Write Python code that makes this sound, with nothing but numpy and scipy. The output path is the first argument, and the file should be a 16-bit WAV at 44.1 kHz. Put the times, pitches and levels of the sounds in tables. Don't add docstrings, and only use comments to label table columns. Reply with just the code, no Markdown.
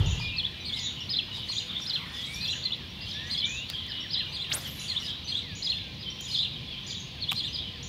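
import sys
import numpy as np
from scipy import signal
from scipy.io import wavfile
from scipy.ndimage import uniform_filter1d

SR = 44100
rng = np.random.default_rng(int(sys.argv[2]) if len(sys.argv) > 2 else 0)


def makeup_ratio(level_db):
    decades = np.asarray(level_db, float) / 20
    return 10 ** decades


def materialize(psi):
    bounded = np.clip(np.atleast_2d(psi).T, -1, 1)
    quanta = np.round(bounded * 32767).astype(np.int16)
    wavfile.write(sys.argv[1], SR, quanta)


N = 347508
TREES_T60_S = 0.52


def evened(x):
    return x / np.sqrt(np.mean(x ** 2) + 1e-20)


def read(points, hz):
    f, value = np.transpose(points)
    return np.interp(np.log(hz + 1), np.log(f + 1), value)


def curve(rows, column, off=None):
    rows = np.array(rows)
    return np.interp(np.arange(N) / SR, rows[:, 0], rows[:, column], off, off)


def add(mix, s, sound):
    part = mix[..., round(s * SR):][..., :sound.shape[-1]]
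    part += sound[..., :part.shape[-1]]


def resonate(x, hz, width):
    turn = np.exp(2j * np.pi * np.cumsum(hz * np.ones(len(x))) / SR)
    r = np.exp(-np.pi * width / SR)
    smooth = signal.lfilter([(1 - r) ** 2], [1, -2 * r, r * r], x / turn + 1e-18)
    return 2 * (turn * smooth).real


def noise(colour, patchy_db, size=1024):
    frames, hz = 4 * N // size + 5, np.fft.rfftfreq(size, 1 / SR)
    a, b, patches = rng.standard_normal((frames, len(hz), 3)).T
    patches = uniform_filter1d(patches, size=12, axis=0)
    patches = evened(uniform_filter1d(patches, size=10, axis=1))
    z = (a + 1j * b) * makeup_ratio(read(colour, hz)[:, None] + patchy_db * patches)
    return evened(signal.istft(z, nperseg=size, noverlap=3 * size // 4)[1][:N])


def syrinx(hz, level_db, overtone_db, waver):
    steps = np.arange(len(hz)) * 250 / SR
    bend, throb = (np.interp(steps, np.arange(120), knots) for knots in rng.standard_normal((2, 120)))
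    turn = 2 * np.pi * np.cumsum(hz * (1 + .015 * waver * bend)) / SR
    third = 0.23 * np.sin(3 * turn) * (3 * hz < SR / 2)
    tone = np.sin(turn) + makeup_ratio(overtone_db) * (np.sin(2 * turn) + third)
    return makeup_ratio(level_db + 2.5 * waver * throb) * tone * signal.windows.tukey(len(hz), .25)


def call(shape, overtone_db=-50, waver=1.1):
    s, hz, db = np.transpose(shape)
    t = np.arange(s[0], s[-1], 1 / SR)
    glide = uniform_filter1d(np.interp(t, s, hz), size=150)
    tone = syrinx(glide, np.interp(t, s, db), overtone_db, waver)
    return np.r_[np.zeros(round(s[0] * SR)), tone]


def slide(length, first_hz, middle_hz, last_hz, db, waver=.4):
    u = np.arange(0, 1, 1 / (length * SR))
    glide = first_hz * (1 - u) * (1 - 2 * u) + 4 * middle_hz * u * (1 - u) + last_hz * u * (2 * u - 1)
    return syrinx(glide, db - 2.5 * (2 * u - 1) ** 2, -57, waver)


def scatter(sound, branch_db, count=16):
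    delay, sign = rng.random((count, 2)).T
    spread_s = .09 * min(makeup_ratio(branch_db), 1)
    taps = np.zeros(SR // 10)
    places = (spread_s * SR * delay ** 1.5).astype(int)
    taps[places] = np.sign(sign - .5) * makeup_ratio(branch_db - 8 * delay)
    taps[0] = 1
    return signal.fftconvolve(sound, taps / np.linalg.norm(taps))


def trees(x, t60):
    t, out = np.arange(0, 30000, 20), np.zeros(len(x))
    fade = makeup_ratio(-60 * t / SR / t60) * np.clip(t / SR / 0.021, 0, 1)
    for k in range(3):
        tail = np.zeros(t[-1] + 20)
        tail[t + rng.integers(0, 20, len(t))] = rng.laplace(size=len(t)) * fade
        share = np.sqrt(2 / 3) * np.cos(np.pi * (np.arange(len(x)) / SR * 0.889 + k / 3))
        out += signal.oaconvolve(x * share, tail / np.linalg.norm(tail))[:len(x)]
    return out


def sing(notes, calls, overtone_db, branch_db, echo_db):
    birds = np.zeros((2, N))
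    for s, db in calls:
        for note in notes:
            voice = scatter(call(note, overtone_db), branch_db)
            add(birds, s, np.outer(makeup_ratio(db + np.array([0, echo_db])), voice))
    return birds


def gust():
    # pitch_hz, level_db
    gust_colour = [(12, -45), (20, -11), (86, -4.5), (172, -16), (217, -36), (416, -31), (586, -42),
                   (812, -36), (1500, -46.5), (1950, -45), (3300, -120)]
    hold_s, fall_db_per_s = 0.032, 64
    fall_db = fall_db_per_s * np.maximum(np.arange(N) / SR - hold_s, 0)
    return makeup_ratio(-23 - fall_db) * noise(gust_colour, patchy_db=0.5, size=2048)


def still_air():
    # pitch_hz, level_db
    air_colour = [(20, -45), (38, -14.5), (76, 2), (113, 1), (184, -3), (425, -18), (880, -21),
                  (1500, -26.5), (2300, -17), (3400, -9), (4400, -15.5), (5800, -29.5), (8000, -43),
                  (15800, -43)]
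    return makeup_ratio(-41.5) * noise(air_colour, patchy_db=1.0, size=2048)


def far_road():
    # time_s, level_db
    road_level = [(0.0, -54.5), (1.42, -53.5), (2.04, -46.5), (2.85, -55), (5.1, -52), (5.5, -77),
                  (7.88, -71)]
    colour = [(500, -31.0), (900, -7.0), (1400, -5.5), (2100, 0.0), (3200, -26.5)]  # (Hz, dB)
    return makeup_ratio(curve(road_level, 1) - 3.5) * noise(colour, patchy_db=5.5)


def machinery():
    # pitch_hz, width_hz, level_db
    hums = [
        (360.3, 11, -69),
        (1033.3, 28, -66),
        (487, 47, -67.5),
        (2400, 44, -63),
    ]
    return sum(makeup_ratio(db) * evened(resonate(rng.standard_normal(N), hz, width)) for hz, width, db in hums)


def far_birds():
    # time_s, level_db
    chorus_level = [(0.0, -44.5), (.33, -41), (.68, -48.5), (.85, -38.5), (1.21, -48), (1.82, -46.5),
                    (2.6, -45), (2.98, -58), (3.1, -45), (3.27, -44), (4.25, -40), (4.56, -52.5),
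                    (4.98, -40.5), (6.06, -68), (6.39, -43), (7.15, -52.5), (7.55, -44.5), (7.88, -57)]
    chirps_per_s = 42
    crowd = np.zeros(N + SR)
    draws = rng.random((int(chirps_per_s * len(crowd) / SR), 7))
    for when, length, low, high, arch, fall, db in draws:
        hz = 3000 + 650 * (low + high)
        first_hz, last_hz = hz + 500 * arch - 450, hz - 250 - 550 * fall
        chirp = slide(.018 + .035 * length, hz, first_hz, last_hz, -15 * db, waver=1.2)
        add(crowd, when * len(crowd) / SR, scatter(chirp, -4))
    return makeup_ratio(curve(chorus_level, 1)) * evened((1.4 * crowd + trees(crowd, .45))[SR:])


def flock_chirps():
    # start_s, length_s, first_hz, last_hz,
    # level_db
    hidden = [(0, 0.034, 3500, 2740, -38), (0.042, .04, 3280, 2600, -39.5),
              (0.098, 0.047, 3310, 2610, -40.5), (0.148, 0.046, 3000, 2714, -42.5),
              (3.375, 0.024, 3296, 3570, -30.5), (3.396, 0.044, 3574, 2900, -32),
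              (5.072, .03, 3900, 3006, -32.5), (5.095, 0.036, 3600, 2880, -44),
              (5.741, 0.045, 3300, 3620, -34), (6.342, 0.024, 3904, 3280, -25.5),
              (6.386, .025, 4220, 3520, -35), (6.275, 0.042, 4990, 5040, -43.5),
              (7.581, 0.012, 3680, 3320, -33.5), (2.88, 0.04, 5650, 5770, -56),
              (0.19, 0.035, 4580, 4640, -51), (0.763, 0.028, 5250, 5150, -50), (1, 0.031, 3600, 2650, -41),
              (1.317, 0.04, 4000, 3600, -38.5), (1.673, 0.073, 3900, 2990, -39.5),
              (3.731, 0.035, 3396, 3034, -34.5), (3.8, 0.027, 3140, 3120, -45),
              (4.464, 0.044, 2894, 3970, -37), (6.236, 0.077, 3910, 2730, -41.5),
              (6.53, 0.046, 3900, 2940, -40), (6.7, 0.034, 3900, 5100, -49), (6.503, .05, 3710, 4060, -49),
              (6.726, 0.037, 3300, 3050, -40)]
    # start_s, length_s, first_hz,
    # last_hz, level_db
    faint = [(1.282, 0.074, 2930, 2920, -40), (1.354, 0.026, 4750, 4700, -50),
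             (1.577, 0.025, 4800, 4760, -42), (1.75, 0.023, 3010, 3750, -34),
             (2.162, 0.078, 3460, 3224, -42.5), (2.23, 0.028, 3400, 4230, -43),
             (2.335, .05, 4570, 4400, -47), (2.804, 0.018, 5300, 5330, -56),
             (3.038, .035, 3300, 4740, -40.5), (3.064, 0.029, 2870, 3700, -36.5),
             (3.078, 0.032, 3490, 2920, -44), (3.11, 0.044, 3300, 2990, -43),
             (3.097, 0.039, 5100, 5010, -48), (3.167, 0.035, 3676, 4200, -42.5),
             (3.183, .04, 3030, 3190, -48), (3.21, 0.018, 5760, 5600, -56), (3.683, 0.034, 4200, 5100, -42),
             (3.776, 0.05, 2970, 3830, -47), (3.933, .03, 2920, 3740, -44),
             (3.954, 0.051, 2960, 2960, -40.5), (4.645, 0.0353, 3500, 2780, -42),
             (4.78, 0.025, 4000, 3950, -40), (5.465, 0.086, 4280, 4240, -52),
             (5.484, 0.055, 4620, 4600, -55), (6.02, 0.022, 3250, 3210, -43),
             (6.057, 0.037, 3100, 3110, -37), (6.185, 0.03, 3250, 3010, -38),
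             (6.991, 0.015, 5640, 6830, -47.5), (7.001, 0.01, 6700, 6100, -48),
             (7.507, .035, 2870, 3690, -57), (7.636, 0.018, 2975, 3240, -35.5),
             (7.668, 0.024, 3196, 2890, -40), (7.752, 0.048, 5350, 4020, -55)]
    # start_s, length_s, top_hz, level_db
    hoops = [(2.236, 0.025, 3860, -46), (3.003, 0.031, 4900, -41.5), (3.16, 0.059, 3870, -39.5),
             (5.781, 0.045, 3980, -42)]
    ends = 0.4
    chirps = [(s, length, a, (a + b) / 2, b, db) for s, length, a, b, db in hidden + faint]
    chirps += [(s, length, ends * hz, hz, ends * hz, db) for s, length, hz, db in hoops]
    birds = np.zeros((2, N))
    for s, *tone in chirps:
        add(birds, s, np.outer(makeup_ratio(np.array([3, -2.5])), scatter(slide(*tone, waver=1.14), -6)))
    return birds


def rustle():
    # middle_s, half_length_s, level_db
    rustles = [(.0, 0.14, -55), (0.208, 0.064, -54.5), (0.772, 0.048, -51.5), (1.37, 0.042, -52),
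               (1.5, 0.066, -55), (1.842, 0.055, -50), (1.963, .037, -58), (2.202, 0.1, -50),
               (2.36, 0.046, -48), (2.458, 0.064, -60), (3.106, 0.067, -55), (3.34, 0.092, -53.5),
               (3.717, 0.036, -51), (4.63, 0.06, -45), (4.817, 0.17, -52.5), (5.052, 0.055, -49.5),
               (5.691, 0.097, -55.5), (6.323, 0.09, -50), (6.9, 0.04, -55), (7.35, 0.055, -51),
               (7.557, .04, -57)]
    # pitch_hz, level_db
    rustle_colour = [(900, -21), (5000, 7), (6500, 0.5), (7300, -1.5), (8300, -11), (9800, -4.5),
                     (11000, -12.5), (12300, -9), (13300, -13), (15500, -22)]
    t = np.arange(N) / SR
    swell = sum(makeup_ratio(db) * np.exp(-((t - s) / half) ** 2) for s, half, db in rustles)
    return swell * noise(rustle_colour, patchy_db=3.5, size=256)


def chip_bird():
    # time_s, pitch_hz, level_db
    chip = [(.01, 5200, 10.5), (.018, 6830, -0.5), (.024, 7010, 5), (.03, 6850, 0.5), (.036, 6070, -1.5),
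            (.04, 5500, 6)]
    # start_s, level_db
    chips = [(.048, -44), (0.782, -44.5), (1.505, -45), (2.494, -46), (3.443, -45), (4.783, -47),
             (5.54, -46.5), (6.193, -46), (6.854, -45.5), (7.817, -45)]
    # delay_s, level_db
    echoes = [
        (0.038, -1.5),
        (0.091, -9),
        (.115, -18),
        (0.136, -29),
        (0.208, -26),
    ]
    direct, send = birds = np.zeros((2, N))
    for s, db in chips:
        add(birds, s, np.outer(makeup_ratio(db + np.array([0, 2.5])), call(chip, waver=0.41)))
        for (delay_s, bank_db), luck in zip(echoes, rng.standard_normal(len(echoes))):
            echo = scatter(call(chip, waver=0.67), -3.0)
            add(direct, s + delay_s, makeup_ratio(db + bank_db + 3.9 * luck) * echo)
    return birds


def far_arch_bird():
    # time_s, pitch_hz, level_db
    high = [(.012, 4403, 7), (.022, 5200, -2), (.04, 4900, 3.5), (.05, 3600, 10), (.062, 3180, -3)]
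    # time_s, pitch_hz, level_db
    low = [(.062, 3100, 4), (.08, 3420, 4), (.1, 3900, 3), (.11, 3800, 2), (.128, 2950, 3.1)]
    # start_s, level_db
    calls = [(.179, -40), (.745, -38), (1.325, -43), (2.14, -47.5), (3.07, -41), (3.869, -42),
             (5.014, -38.5), (5.98, -42), (6.859, -39), (7.512, -38.5)]
    return sing((high, low), calls, -48, -2, -11)


def reel_and_drips():
    # start_s, peak_db, ring_hz, brightness_db
    clicks = [(0.199, -33.5, 925, -32), (0.77, -48, 950, -40), (1.38, -41.5, 907, -26),
              (1.499, -36.5, 1012, -33), (1.8, -37, 1320, -33), (3.7003, -17, 3770, -11),
              (3.7024, -32, 2000, -15), (3.7045, -27, 4500, -21), (3.866, -40, 7010, -7),
              (6.21, -44, 1540, 10.5), (6.689, -48, 8800, -8), (6.741, -58, 8000, -8),
              (2.766, -56, 8000, -8), (2.955, -58, 8500, -4), (7.3118, -36, 8300, -8),
              (7.3155, -17, 3300, -10), (7.318, -17.5, 2460, -19), (7.3188, -13.5, 2850, -14.5),
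              (7.3194, -32, 783, -30), (7.3218, -22, 3000, -8), (7.324, -27, 1160, -20),
              (7.3297, -15.5, 3260, -15)]
    out, t = np.zeros(N), np.arange(700) / SR
    for (s, db, hz, bright_db), snap in zip(clicks, rng.standard_normal((len(clicks), 700))):
        ring_s = 0.00036 + 3600 / hz ** 2
        ring = np.sin(2 * np.pi * hz * t) * np.exp(-t / ring_s) * (1 - np.exp(-t / 0.000067))
        add(out, s, makeup_ratio(db) * (ring + makeup_ratio(bright_db) * snap * np.exp(-t / 0.00089)))
    return signal.sosfilt(signal.butter(3, 514, "high", fs=SR, output="sos"), out)


def whistles():
    # start_s, length_s, middle_hz, level_db
    drops = [(0.211, 0.026, 1930, -55), (.518, 0.036, 1740, -57), (0.85, 0.042, 1830, -61),
             (3.481, 0.17, 1730, -65), (3.879, .036, 1820, -49), (4.037, 0.033, 1847, -49),
             (4.188, 0.042, 1830, -48.5), (4.898, 0.063, 1897, -52), (6.531, 0.051, 1800, -72),
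             (6.822, 0.085, 1740, -62), (7.136, 0.059, 1710, -61), (7.433, 0.033, 1840, -57),
             (7.72, 0.083, 1790, -60)]
    # start_s, length_s, first_hz, last_hz, level_db
    slurs = [
        (0.522, 0.36, 2800, 1900, -53),
        (2.052, 0.22, 1754, 2080, -54.5),
        (2.249, 0.35, 2170, 3090, -45),
        (2.739, 0.12, 2400, 1560, -58),
        (3.133, 0.19, 1670, 2035, -48.5),
        (3.409, 0.26, 2227, 3050, -41),
        (5.252, 0.17, 2830, 1350, -63),
        (5.485, .105, 2560, 2490, -57.5),
    ]
    # start_s, length_s, pitch_hz, level_db
    held = [(0.202, 0.1, 2433, -38.5), (0.315, 0.1, 2620, -42), (.736, 0.15, 2186, -54),
            (2.64, 0.062, 2045, -53.5), (2.96, 0.11, 2760, -50.5), (3.22, 0.098, 1690, -52),
            (3.28, 0.11, 2170, -53), (4.25, 0.08, 2390, -53), (5.829, 0.13, 2400, -58.5),
            (6.51, 0.16, 2438, -57), (6.723, 0.028, 2440, -55), (6.876, 0.084, 2320, -56)]
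    sag = 1.6
    tones = [(s, length, 1.2 * hz, hz, .905 * hz, db) for s, length, hz, db in drops]
    for s, length, a, b, db in slurs:
        mean_hz = (a * b) ** .5
        tones.append((s, length, a, mean_hz - sag * ((a + b) / 2 - mean_hz), b, db))
    tones += [(s, length, hz, hz, hz, db) for s, length, hz, db in held]
    birds = np.zeros((2, N))
    for s, *tone in tones:
        add(birds, s, np.outer(makeup_ratio(np.array([4.5, -2.5])), slide(*tone)))
    return birds


def short_bird():
    # time_s, pitch_hz, level_db
    fall = [(.008, 3460, -18), (.022, 4750, -15.5), (.03, 4423, -17), (.036, 4234, -2.5), (.043, 4150, -6),
            (.049, 3490, -10), (.058, 3270, -3.5)]
    # time_s, pitch_hz, level_db
    peak = [(.082, 2758, -12.5), (.096, 3210, -15.5), (.104, 3543, 1.5), (.109, 3780, -17),
            (.112, 4005, -3.5), (.116, 3470, -4), (.124, 2841, -15)]
    # time_s, pitch_hz, level_db
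    hurried = [(.012, 3900, 7), (.022, 4970, -11), (.032, 4900, -8.5), (.041, 4250, -6), (.05, 3950, 1),
               (.058, 3580, -12)]
    # start_s, level_db
    calls = [(.349, -18.5), (2.621, -18.5), (4.865, -18.5), (7.19, -21)]
    # start_s, level_db
    hurried_fall = [(3.358, -25)]
    # start_s, level_db
    hurried_peak = [(3.341, -20.5)]
    full = sing((fall, peak), calls, -48, -11, -14)
    quick = sing((hurried,), hurried_fall, -48, -11, -14)
    return full + quick + sing((peak,), hurried_peak, -48, -18, -14)


def across():
    # start_s, length_s, first_hz, last_hz, level_db
    calls = [(0.457, 0.2, 2470, 2330, -53), (1.07, 0.054, 2000, 1805, -54), (1.275, 0.047, 1900, 1800, -50),
             (1.962, 0.069, 2750, 2180, -47), (2.408, 0.065, 1950, 1730, -51.5),
             (3.8, 0.11, 2100, 1790, -53), (4.695, 0.041, 2000, 1870, -56), (4.772, 0.055, 2350, 2130, -47),
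             (7.548, 0.055, 2800, 2210, -63), (7.62, .04, 2300, 2200, -53), (1.498, 0.061, 2500, 2440, -48),
             (4.0, 0.055, 2100, 1910, -54)]
    out = np.zeros(N)
    for s, length, first_hz, last_hz, db in calls:
        tone = slide(length, first_hz, (first_hz * last_hz) ** .5, last_hz, db)
        add(out, s, scatter(tone, -6.5))
    return out


def buzz_bird():
    # time_s, pitch_hz, level_db
    buzz = [(0, 6400, -8), (.012, 5900, 0), (.028, 6150, -2), (.04, 6900, -8)]
    # start_s, level_db
    calls = [(.595, -52), (1.44, -58), (2.14, -58), (3.075, -52), (3.262, -49), (4.285, -57), (5.238, -47),
             (6.835, -53), (7.475, -51)]
    return sing((buzz,), calls, -50, -3, -7)


def warbler():
    # time_s, pitch_hz, level_db
    held = [(.012, 3397, -6), (.024, 3953, -11), (.03, 4193, -3), (.058, 4223, -4.5), (.069, 3400, -0.5),
            (.082, 2950, -3.5)]
    # time_s, pitch_hz, level_db
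    arch = [(.084, 3154, -5), (.108, 3700, -3), (0.124, 4133, -2.5), (.132, 3960, -5), (.14, 3300, -5),
            (0.151, 2510, 8)]
    # time_s, pitch_hz, level_db
    under = [(.094, 3173, 2), (.11, 3580, -4), (0.124, 3716, -8.5), (.134, 3620, -22), (.144, 2920, 1)]
    # time_s, pitch_hz, level_db
    upper = [(.02, 4220, 2), (0.031, 4810, -10), (.058, 4737, -7.5), (.072, 3440, -34)]
    # start_s, level_db
    calls = [(0.629, -28.5), (1.463, -28.5), (2.387, -26.5), (4.301, -30.5), (5.254, -28), (6.288, -28.5),
             (7.336, -28)]
    # start_s, level_db
    varied = [(3.281, -28)]
    full = sing((held, arch, under), calls, -26, -8, -9)
    full += sing((upper,), calls, -28, -10, -8)
    return full + sing((held, upper), varied, -26, -10, -9)


def tick_bird():
    # time_s, pitch_hz, level_db
    tick = [(.01, 5310, 35), (.016, 5810, 26.4), (.024, 5600, 19), (.03, 5030, 4.3)]
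    # start_s, level_db
    calls = [(0.994, -66.5), (1.807, -65.5), (2.333, -65.5), (2.467, -69), (3.126, -70), (3.994, -69),
             (4.08, -73), (4.99, -63.5), (6.091, -68)]
    return sing((tick,), calls, -50, -9, -4)


def arch_bird():
    # time_s, pitch_hz, level_db
    high = [(.01, 3543, -20), (.018, 4137, 1.5), (.026, 5077, -6), (.049, 4900, -1.5), (.055, 4150, 4),
            (.067, 3494, 4.5), (.077, 3160, 5)]
    # time_s, pitch_hz, level_db
    low = [(.078, 3328, 7), (.087, 3965, -2), (.095, 4156, 8.5), (.106, 4170, -1.5), (.113, 3400, 6),
           (.122, 2800, -2.5), (.132, 2430, -4.5)]
    # start_s, level_db
    calls = [(1.076, -28.5), (1.846, -28.5), (4.088, -28), (5.608, -27.5), (6.337, -30)]
    return sing((high, low), calls, -42, -10, -11)


def slip_bird():
    # time_s, pitch_hz, level_db
    slip = [(0, 6430, -23), (.008, 6200, -11), (.018, 5270, 1)]
    # start_s, note_count
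    runs = [(1.08, 3), (5.42, 2), (5.832, 4)]
    gap_s, level_db = .105, -51
    calls = [(s + k * gap_s, level_db) for s, count in runs for k in range(count)]
    return sing((slip,), calls, -50, -14, -7.5)


def near_birds():
    voices = [flock_chirps(), chip_bird(), far_arch_bird(), whistles(), short_bird(), buzz_bird(),
              warbler(), tick_bird(), arch_bird(), slip_bird()]
    direct, send = sum(voices)
    return direct + trees(send, TREES_T60_S)


def sighs_and_coos():
    # start_s, length_s, first_hz, last_hz, level_db
    sighs = [
        (4.41, .11, 2180, 1690, -52),
        (4.98, .14, 2170, 1670, -52),
        (5.415, .15, 2210, 1670, -48),
        (5.54, .42, 2300, 1560, -56),
    ]
    # start_s, length_s, pitch_hz, level_db
    coos = [(1.62, .14, 500, -60), (4.56, .2, 532, -57), (5.39, .17, 482, -58), (6.62, .18, 482, -60),
            (7.6, .25, 478, -59)]
    out = np.zeros(N)
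    for s, length, first_hz, last_hz, db in sighs + [(s, length, hz, hz, db) for s, length, hz, db in coos]:
        u = np.arange(0, 1, 1 / (length * SR))
        ease = np.cos(np.pi * np.minimum(1.15 * u, 1) / 2) ** 2
        add(out, s, syrinx(last_hz + (first_hz - last_hz) * ease, db - 3 * u, -57, .3))
    return out + makeup_ratio(-29.0) * trees(out, TREES_T60_S)


def sliding_hiss(path, width):
    hiss = evened(resonate(rng.standard_normal(N), curve(path, 1), width))
    return makeup_ratio(curve(path, 2, -140)) * hiss


def line_drawn():
    # time_s, hiss_hz, level_db
    draw = [
        (2.2, 7200, -75),
        (2.27, 7600, -56),
        (2.33, 9400, -57),
        (2.365, 12200, -57),
        (2.4, 13000, -68),
        (2.47, 13500, -60),
        (2.52, 13340, -75),
    ]
    return sliding_hiss(draw, 1800)


def rod_whip():
    # time_s, swish_hz, swish_db, rush_db
    whip = [
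        (4.5, 1807, -81, -47),
        (4.52, 2620, -25.5, -50),
        (4.535, 5900, -30, -36),
        (4.555, 9900, -31.5, -39.5),
        (4.572, 13000, -43.5, -37.5),
        (4.6, 13100, -55, -50),
        (4.7, 13500, -85, -56),
    ]
    colour = [(200, -13), (500, -2.0), (1700, -0.5), (6000, -13.5), (15000, -15)]  # (Hz, dB)
    rush = makeup_ratio(curve(whip, 3, -140)) * noise(colour, patchy_db=-1.5, size=256)
    return sliding_hiss(whip, 1170) + rush


def line_out():
    # time_s, hiss_hz, level_db
    running = [
        (4.64, 12900, -71),
        (4.68, 12900, -48),
        (4.75, 12000, -54),
        (4.82, 10200, -53),
        (4.9, 8820, -58),
        (4.96, 8000, -61),
        (5.02, 7500, -76),
    ]
    return sliding_hiss(running, 2200)


def scene():
    background = gust() + still_air() + far_road() + machinery()
    birds = far_birds() + near_birds() + across() + sighs_and_coos()
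    angler = rustle() + reel_and_drips() + line_drawn() + rod_whip() + line_out()
    mid = background + birds + angler
    return np.array([mid, mid])


def band_limit(x):
    return signal.sosfilt(signal.butter(12, 15940, fs=SR, output="sos"), x)


def record(dry):
    # pitch_hz, level_db
    side_colour = [(60, -18), (300, -19), (1500, -27), (5000, -32), (9000, -24), (15000, -22)]
    side = makeup_ratio(-71.0) * noise(side_colour, patchy_db=3.0)
    bass_cut = signal.butter(4, 36, "high", fs=SR, output="sos")
    wide = signal.sosfilt(bass_cut, dry + np.outer([1, -1], side))
    edge = signal.firwin(511, 15780, window=("kaiser", 10), fs=SR)
    return band_limit(signal.oaconvolve(wide, edge[None], "same"))


dry = scene()
out = record(dry)
materialize(out)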